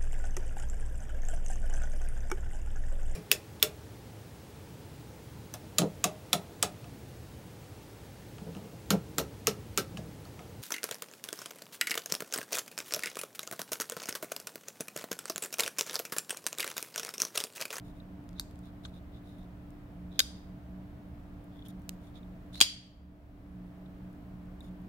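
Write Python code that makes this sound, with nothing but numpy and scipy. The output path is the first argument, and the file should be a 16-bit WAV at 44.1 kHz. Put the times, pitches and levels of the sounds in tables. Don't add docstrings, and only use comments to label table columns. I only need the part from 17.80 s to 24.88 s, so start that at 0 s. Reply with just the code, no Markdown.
import sys
import numpy as np
from scipy import signal
from scipy.fft import rfft, irfft, next_fast_len
from scipy.io import wavfile

SR = 44100
rng = np.random.default_rng(int(sys.argv[2]) if len(sys.argv) > 2 else 0)


def how_loud(loudness_db):
    steps = np.asarray(loudness_db, float) / 20
    return 10 ** steps


def master(y):
    cut = np.clip(np.atleast_2d(y).T, -1, 1)
    pcm = np.round(cut * 32767)
    wavfile.write(sys.argv[1], SR, pcm.astype(np.int16))


N = 312228

# f/Hz, density/dB
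AIR = [(14, -13.5), (25, -1.5), (50, -1.5), (100, -1.5), (150, -5.5), (250, -6.5), (400, -15.5), (800, -20),
       (1600, -27), (3200, -36.5), (6300, -47), (10000, -49), (13000, -46.5), (15800, -44)]
# f/Hz, correlation [-1 to 1]
LIKENESS = [(60, 0.96), (150, 0.94), (380, 0.67), (950, 0.084), (2380, -0.09), (5980, 0.25), (15000, 0.31)]
# f/Hz, level/dB
AIR_BALANCE = [(60, -1.5), (240, -0.5), (950, 1), (3770, 0), (15000, 0.5)]
AIR_DB, AIR_TOP_HZ = -46, 15900
# f/Hz, width/Hz, rms level/dB
BOOMS = [(38, 16, -60.5), (67, 7.5, -57.5), (120.5, 14, -61), (650, 110, -69)]
# middle t/s, length/s, level/dB
SURGES = [(0.043, .08, -56.5), (.21, 0.072, -56.5), (0.324, 0.11, -52.5), (0.541, .1, -53),
          (0.837, 0.12, -54), (1.025, .15, -60), (1.162, 0.089, -56), (1.403, 0.076, -63),
          (1.627, 0.25, -58.5), (1.858, 0.21, -65.5), (2.263, 0.21, -51.5), (2.54, 0.084, -54.5),
          (2.708, 0.12, -52), (2.948, .16, -50.5), (3.3, 0.085, -58), (3.54, .1, -58), (3.704, 0.063, -54),
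          (3.95, 0.11, -51), (4.13, 0.14, -52), (4.489, 0.2, -53), (4.71, .15, -55.5), (5.001, 0.19, -56.5),
          (5.283, 0.15, -55.5), (5.8, 0.24, -49.5), (6.055, 0.19, -54), (6.258, 0.12, -51.5),
          (6.62, 0.38, -54), (6.917, 0.075, -48), (7.03, .08, -50)]
DRONE_HZ, DRONE_WANDER_HZ, DRONE_FLOOR_DB = 181.8, 1.8, -61.5
HUM_HZ, HUM_DB, HUM_WOBBLE_DB = 292.6, -58, -0.92

# f/Hz, t60/s
ROOM_T60 = [(500, .3), (2000, 0.63), (4700, .5), (8000, 0.41), (15000, .2)]
EARLY_START_S, EARLY_T60_S, EARLY_DB = .008, .06, 8.5

# t/s, peak level/dB, centre f/Hz, left-right level/dB
KNOCKS = [
    (.2009, -52, 3850, 4),
    (3.7903, -53.5, 3520, 1),
    (3.8227, -51, 3500, 1),
    (4.4294, -60.5, 3600, 0.5),
    (4.7565, -44, 3900, 0),
    (6.0594, -62, 3640, -3),
    (6.8059, -49.5, 3690, 2),
]
SCUFFS = [
    (1.051, -39, 3580, 2),
    (1.052, -46, 1310, -3),
    (1.056, -51, 7040, 11),
]
RING_TICKS = [(.4414, -65, 9000, 0), (1.5854, -62.5, 12200, 0), (3.6424, -56, 11040, 0),
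              (3.8846, -40.5, 10320, 1), (3.9944, -59, 11500, 0), (4.04, -63, 9900, 2.5),
              (6.3294, -60.5, 10020, 1), (6.4294, -62, 11000, 0), (6.6564, -64.5, 9020, 0),
              (6.8058, -49, 11500, 3), (7.0194, -58, 11100, 0.5)]
NAIL_TICKS = [(.4909, -44.5, 2500, 5), (.5104, -57.5, 6000, 2), (.5305, -53, 2190, 1),
              (.7114, -51, 5000, 0), (.7574, -52, 2600, 0), (.7906, -51, 4940, 0), (.8564, -56, 8000, 0),
              (1.9054, -52.5, 10000, 5), (4.0194, -57, 5500, 0), (4.093, -26, 10000, 1),
              (4.0926, -30.5, 4070, -14.5), (4.0926, -42.5, 1720, 11), (4.7556, -40, 1900, -7)]
# (width/octaves, decay/ms)
KNOCK, SCUFF, RING_TICK, NAIL_TICK = (0.12, 2.3), (0.47, 4.8), (0.77, .55), (3.1, .6)

# start t/s, end t/s, handle level/dB, rustle level/dB, handle f/Hz
RUBS = [(0.022, .13, -76, -77, 3710), (0.131, .22, -84, -82.5, 3622), (0.822, .91, -73, -80, 3720),
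        (1.059, 1.108, -75, -81, 3730), (1.12, 1.2, -71.5, -82, 3680), (1.321, 1.4, -72, -88, 3624),
        (1.42, 1.572, -75, -79.5, 3750), (1.552, 1.669, -77, -83, 3680), (3.699, 3.843, -77, -89, 3463),
        (3.846, 3.881, -65, -69.5, 3347), (3.881, 3.917, -69.5, -68.5, 3586), (4.11, 4.154, -91, -77, 3700),
        (4.199, 4.319, -78.5, -79, 3514), (4.34, 4.4, -66, -80, 3590), (6.81, 6.9, -76.5, -76, 3580)]
# start t/s, end t/s, final handle level/dB, final rustle level/dB, handle f/Hz
SLIDES = [
    (.55, .59, -65, -82, 3807),
    (1.03, 1.052, -59.5, -69, 3700),
]
SLIDE_GROWTH_DB, SLIDE_EARLY = 21, 1.7
# start t/s, end t/s, handle level/dB, rustle level/dB, first f/Hz
SWINGS = [
    (2.307, 2.391, -69.5, -86.5, 3704),
    (4.726, 4.797, -56.5, -66.5, 3595),
]
SWING_START_S, SWING_CLIMB = .012, (-.03, 0.17)
# f/Hz, width/Hz, level/dB
RUSTLE = [(5200, 990, -6), (6900, 110, 1.5), (9200, 700, -2), (12600, 310, -2.5), (14000, 2500, -11.5)]
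HANDLE_CORE_HZ, HANDLE_SKIRT_HZ, HANDLE_SKIRT_DB = 220, 1900, -8.5

# t/s, peak level/dB, chatter length/ms
UNLOCK = [
    (.5966, -38, .4),
    (.5971, -29, .6),
    (.6115, -52, 1.5),
]
SHUT = [
    (2.3921, -19, .4),
    (2.3933, -19, .8),
    (2.3957, -25, .9),
    (2.4018, -21, .6),
    (2.4035, -25, 1.2),
]
SNAP = [
    (4.8041, -20, .6),
    (4.8066, -27, .9),
    (4.8095, -28, 1.1),
    (4.811, -13, .7),
    (4.8122, -7, .7),
    (4.8133, -9, .6),
    (4.8147, -16, .5),
]
# f/Hz, level/dB, t60/s, extra level toward the walls/dB
UNLOCK_MODES = [(910, -14, 0.0053, -3), (1540, -25, 0.011, -7), (3770, 0, 0.0082, -3),
                (4540, 6.5, 0.0043, -3.5), (7240, -4, 0.0025, 8), (8470, -6, 0.022, -0.5),
                (11780, 0, 0.013, -8), (15070, -8, 0.0055, 0)]
SHUT_MODES = [(403, -20.5, 0.012, -10.5), (1200, -24.5, 0.014, -6), (1545, -10, 0.013, -4.5),
              (2270, -5.5, 0.0031, -11.5), (3257, -3, 0.013, -7), (3730, -1, 0.017, -7.5),
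              (4200, -0.5, 0.007, -7.5), (4830, -1, 0.0097, -1.5), (6200, -11, 0.012, 1),
              (6800, -5, 0.017, -8), (8470, -16, 0.006, 7.5), (9340, -12.5, 0.00795, 4),
              (11500, -13.5, 0.012, -0.5), (12300, -12.5, 0.0055, -4), (14970, -11.5, 0.0035, -2)]
SNAP_MODES = [(345, -33.5, .008, -8), (681, -29.5, 0.0028, -9), (1540, -31, 0.0056, -8.5),
              (2150, -23.5, 0.0057, -2.5), (3279, -3, 0.011, -1.5), (3900, -4, 0.0094, -5),
              (4710, 1, 0.006, -4), (4700, -38.5, 0.45, -0.5), (4700, -16.5, 0.017, 6),
              (5940, -9, 0.0035, 3), (6900, -6.5, .014, -5), (7800, -19, .006, 2.5), (8435, -14.5, .04, -4),
              (9680, -8, 0.0023, 1.5), (12610, -19, .004, 0), (14800, -13.5, .003, -2)]
# level/dB, share of chatter heard by one port only [0-1], bare crack/dB, room/dB
UNLOCK_PATH, SHUT_PATH, SNAP_PATH = (0.5, 1, 0.5, -14.5), (1, 0.5, 0.5, -9), (2.5, 1, -4.5, -6)
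CHATTER_DB = -5.5
CRACK_HZ = (1540, 13700)
LEFT_LAG_MS, PAN_DB = (.03, .33, .33), (1, 0, -1)
LEFT_BODY_DB, LEFT_BODY_HZ = 7, 2000

GAIN_DB, DUCK_DB, DUCK_ATTACK_S, RECOVER_AT_S, RECOVER_S = 2, 8, 0.077, .72, .17


def rms_one(x):
    return x / np.sqrt(np.mean(x ** 2) + 1e-20)


def at_hz(points, hz):
    points_hz, values = np.array(points).T
    return np.interp(np.log(np.maximum(hz, 1)), np.log(points_hz), values)


def band(x, low_hz, high_hz):
    edges = [low_hz, min(high_hz, .45 * SR)]
    return signal.sosfilt(signal.butter(2, edges, "band", fs=SR, output="sos"), x)


def resonate(x, hz, width_hz):
    r = np.exp(-np.pi * width_hz / SR)
    poles = [1, -2 * r * np.cos(2 * np.pi * hz / SR), r * r]
    return signal.lfilter([(1 - r * r) / 2, 0, (r * r - 1) / 2], poles, x)


def ring(x, hz, t60):
    r, w = how_loud(-60 / (t60 * SR)), 2 * np.pi * hz / SR
    return signal.lfilter([0, np.sin(w)], [1, -2 * r * np.cos(w), r * r], x + 1e-18)


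def drift(rate):
    return rms_one(np.interp(np.arange(N) * rate / SR, np.arange(200), rng.standard_normal(200)))


def air():
    size = next_fast_len(N)
    hz = np.fft.rfftfreq(size, 1 / SR)
    colour = how_loud(at_hz(AIR, hz)) * (hz > 12) * (hz < AIR_TOP_HZ)
    mid, side = rfft(rng.standard_normal((2, size))) * colour
    alike = np.clip(at_hz(LIKENESS, hz), -1, 1)
    pan = how_loud(at_hz(AIR_BALANCE, hz) / 2)
    shared, own = np.sqrt(1 + alike) * mid, np.sqrt(1 - alike) * side
    pair = np.array([(shared + own) * pan, (shared - own) / pan])
    return how_loud(AIR_DB - 6.5) * rms_one(irfft(pair, size)[:, :N])


def hum():
    t = np.arange(N) / SR
    tone = how_loud(HUM_DB + HUM_WOBBLE_DB * drift(9)) * np.sin(2 * np.pi * HUM_HZ * t + .25 * drift(4))
    noise = rng.standard_normal(N + SR)
    booms = np.zeros(N)
    for hz, width_hz, db in BOOMS:
        stirred = resonate(resonate(noise, hz, width_hz), hz, width_hz)
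        booms += how_loud(db) * rms_one(stirred[SR:])
    surges = np.full(N, how_loud(DRONE_FLOOR_DB))
    for middle, length, db in SURGES:
        surges += how_loud(db) * np.exp(-np.abs((t - middle) / (0.48 * length)) ** 2.5)
    drone = surges * np.sin(2 * np.pi * np.cumsum(DRONE_HZ + DRONE_WANDER_HZ * drift(8)) / SR)
    return np.sqrt(2) * tone * how_loud([[.3], [-.3]]) + (np.sqrt(2) * drone + booms) * how_loud([[-.7], [.7]])


def room_answer():
    t = np.arange(SR * 2 // 3) / SR
    edges = 300 * 2 ** np.arange(0, 6.5, .5)
    white = rng.standard_normal((2, 2, len(t)))
    out = np.zeros((2, len(t)))
    for k, (low, high) in enumerate(zip(edges, edges[1:])):
        t60 = at_hz(ROOM_T60, np.sqrt(low * high))
        out += band(white[k % 2], low, high) * how_loud(-60 * t / t60)
    early = 1 + how_loud(EARLY_DB - 60 * np.maximum(t - EARLY_START_S, 0) / EARLY_T60_S)
    out *= early * np.clip(t / EARLY_START_S, 0, 1) ** 2
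    return unit_energy(out)


def unit_energy(x):
    return x / np.sqrt(np.sum(x ** 2, axis=1, keepdims=True))


def ticks():
    length = 1200
    t, out = np.arange(length) / SR, np.zeros((2, N + length))
    kinds = (KNOCKS, KNOCK), (SCUFFS, SCUFF), (RING_TICKS, RING_TICK), (NAIL_TICKS, NAIL_TICK)
    for rows, (octaves, ms) in kinds:
        half = 2 ** (octaves / 2)
        for s, db, hz, pan_db in rows:
            burst = rng.standard_normal((2, length)) * np.exp(-1000 * t / ms)
            tick = band(burst, hz / half, hz * half)
            tick /= np.abs(tick).max(axis=1, keepdims=True)
            at = round(s * SR)
            out[:, at:at + length] += how_loud(db + np.array([[.5], [-.5]]) * pan_db) * tick
    return out[:, :N]


def strokes():
    t, levels, handle_hz = np.arange(N) / SR, np.zeros((2, N)), np.zeros(N)

    def add(row, shape_of, climb=0):
        start, end, handle_db, rustle_db, hz = row
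        inside = (t >= start) & (t < end)
        since = t[inside] - start
        way = since / (end - start)
        levels[:, inside] += how_loud([[handle_db], [rustle_db]]) * shape_of(since, way)
        handle_hz[inside] = hz * (1 + climb * way)

    for row in RUBS:
        add(row, lambda since, way: np.sin(np.pi * way))
    for row in SLIDES:
        add(row, lambda since, way: how_loud(-SLIDE_GROWTH_DB * (1 - way) ** SLIDE_EARLY))
    for row, climb in zip(SWINGS, SWING_CLIMB):
        add(row, lambda since, way: 1 - np.exp(-since / SWING_START_S), climb)
    return levels, handle_hz


def rubs(grain_db):
    unevenness = rng.standard_normal(N // 64 + 1).repeat(64)[:N]
    grains = rng.standard_normal((3, 2, N)) * how_loud(grain_db * unevenness)
    core = rms_one(band(grains[0], 6.9, HANDLE_CORE_HZ))
    skirt = rms_one(band(grains[1], 6.9, HANDLE_SKIRT_HZ))
    levels, handle_hz = strokes()
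    carrier = np.cos(2 * np.pi * np.cumsum(handle_hz) / SR)
    dull = rms_one((core + how_loud(HANDLE_SKIRT_DB) * skirt) * carrier)
    bright = np.zeros((2, N))
    for k, (hz, width_hz, db) in enumerate(RUSTLE):
        bright += (-1) ** k * how_loud(db) * resonate(grains[2], hz, width_hz)
    return np.sqrt(2) * (levels[0] * dull + levels[1] * rms_one(bright))


def to_ports(left, right, lag_ms, pan_db):
    hz = np.fft.rfftfreq(len(left), 1 / SR)
    body = how_loud(LEFT_BODY_DB / (1 + (hz / LEFT_BODY_HZ) ** 4))
    delay = np.exp(-2j * np.pi * hz * lag_ms / 1000)
    late = irfft(rfft(left) * body * delay, len(left))
    return np.array([late * how_loud(pan_db / 2), right * how_loud(-pan_db / 2)])


def contact_force(contacts, start, length, level_db):
    t, force = np.arange(400) / SR, np.zeros((3, length))
    for s, db, ms in contacts:
        at = round(s * SR) - start
        chatter = how_loud(CHATTER_DB) * rng.standard_normal((3, 400)) * np.exp(-3000 * t / ms)
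        chatter[:, 0] = 1
        force[:, at:at + 400] += how_loud(db + level_db) * unit_energy(chatter)
    return force


def action(contacts, modes, path, lag_ms, pan_db, room):
    level_db, own, crack_db, room_db = path
    start, length = round(contacts[0][0] * SR) - 64, SR * 2 // 3
    force = contact_force(contacts, start, length, level_db)
    blow = np.zeros(length)
    blow[np.argmax(np.abs(force[0]))] = np.sqrt(np.sum(force[0] ** 2))
    force = np.vstack([np.sqrt(1 - own) * force[0] + np.sqrt(own) * force[1:], blow])
    rings = np.zeros((3, length))
    for k, (hz, db, t60, wall_db) in enumerate(modes):
        rings += (-1) ** k * how_loud(db + np.array([[0], [0], [wall_db]])) * ring(force, hz, t60)
    crack = 2 * how_loud(crack_db) * band(force, *CRACK_HZ)
    left, right, walls = band(rings, 250, 21000) + crack
    echo = signal.fftconvolve(walls[None], room)[:, :length]
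    return start, to_ports(left, right, lag_ms, pan_db) + how_loud(room_db) * echo


def knife(room):
    out = np.zeros((2, N))
    all_contacts, all_modes = (UNLOCK, SHUT, SNAP), (UNLOCK_MODES, SHUT_MODES, SNAP_MODES)
    paths = UNLOCK_PATH, SHUT_PATH, SNAP_PATH
    for how in zip(all_contacts, all_modes, paths, LEFT_LAG_MS, PAN_DB):
        start, sound = action(*how, room)
        out[:, start:start + sound.shape[1]] += sound
    return out


def scene():
    room = room_answer()
    hands = ticks() + rubs(grain_db=3.0)
    echo = signal.fftconvolve(hands.mean(axis=0)[None], room)[:, :N]
    return air() + hum() + hands + how_loud(-23) * echo + knife(room)


def gain_control():
    since = np.maximum(np.arange(N) / SR - SNAP[-1][0], 0)
    sink = 1 - np.exp(-since / DUCK_ATTACK_S)
    recover = 1 + np.exp((since - RECOVER_AT_S) / RECOVER_S)
    return how_loud(GAIN_DB - DUCK_DB * sink / recover)


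def low_pass(x):
    return signal.sosfilt(signal.butter(12, 16290, fs=SR, output="sos"), x)


def record(dry):
    return low_pass(np.clip(dry * gain_control(), -1, 1))


dry = scene()
out = record(dry)
master(out)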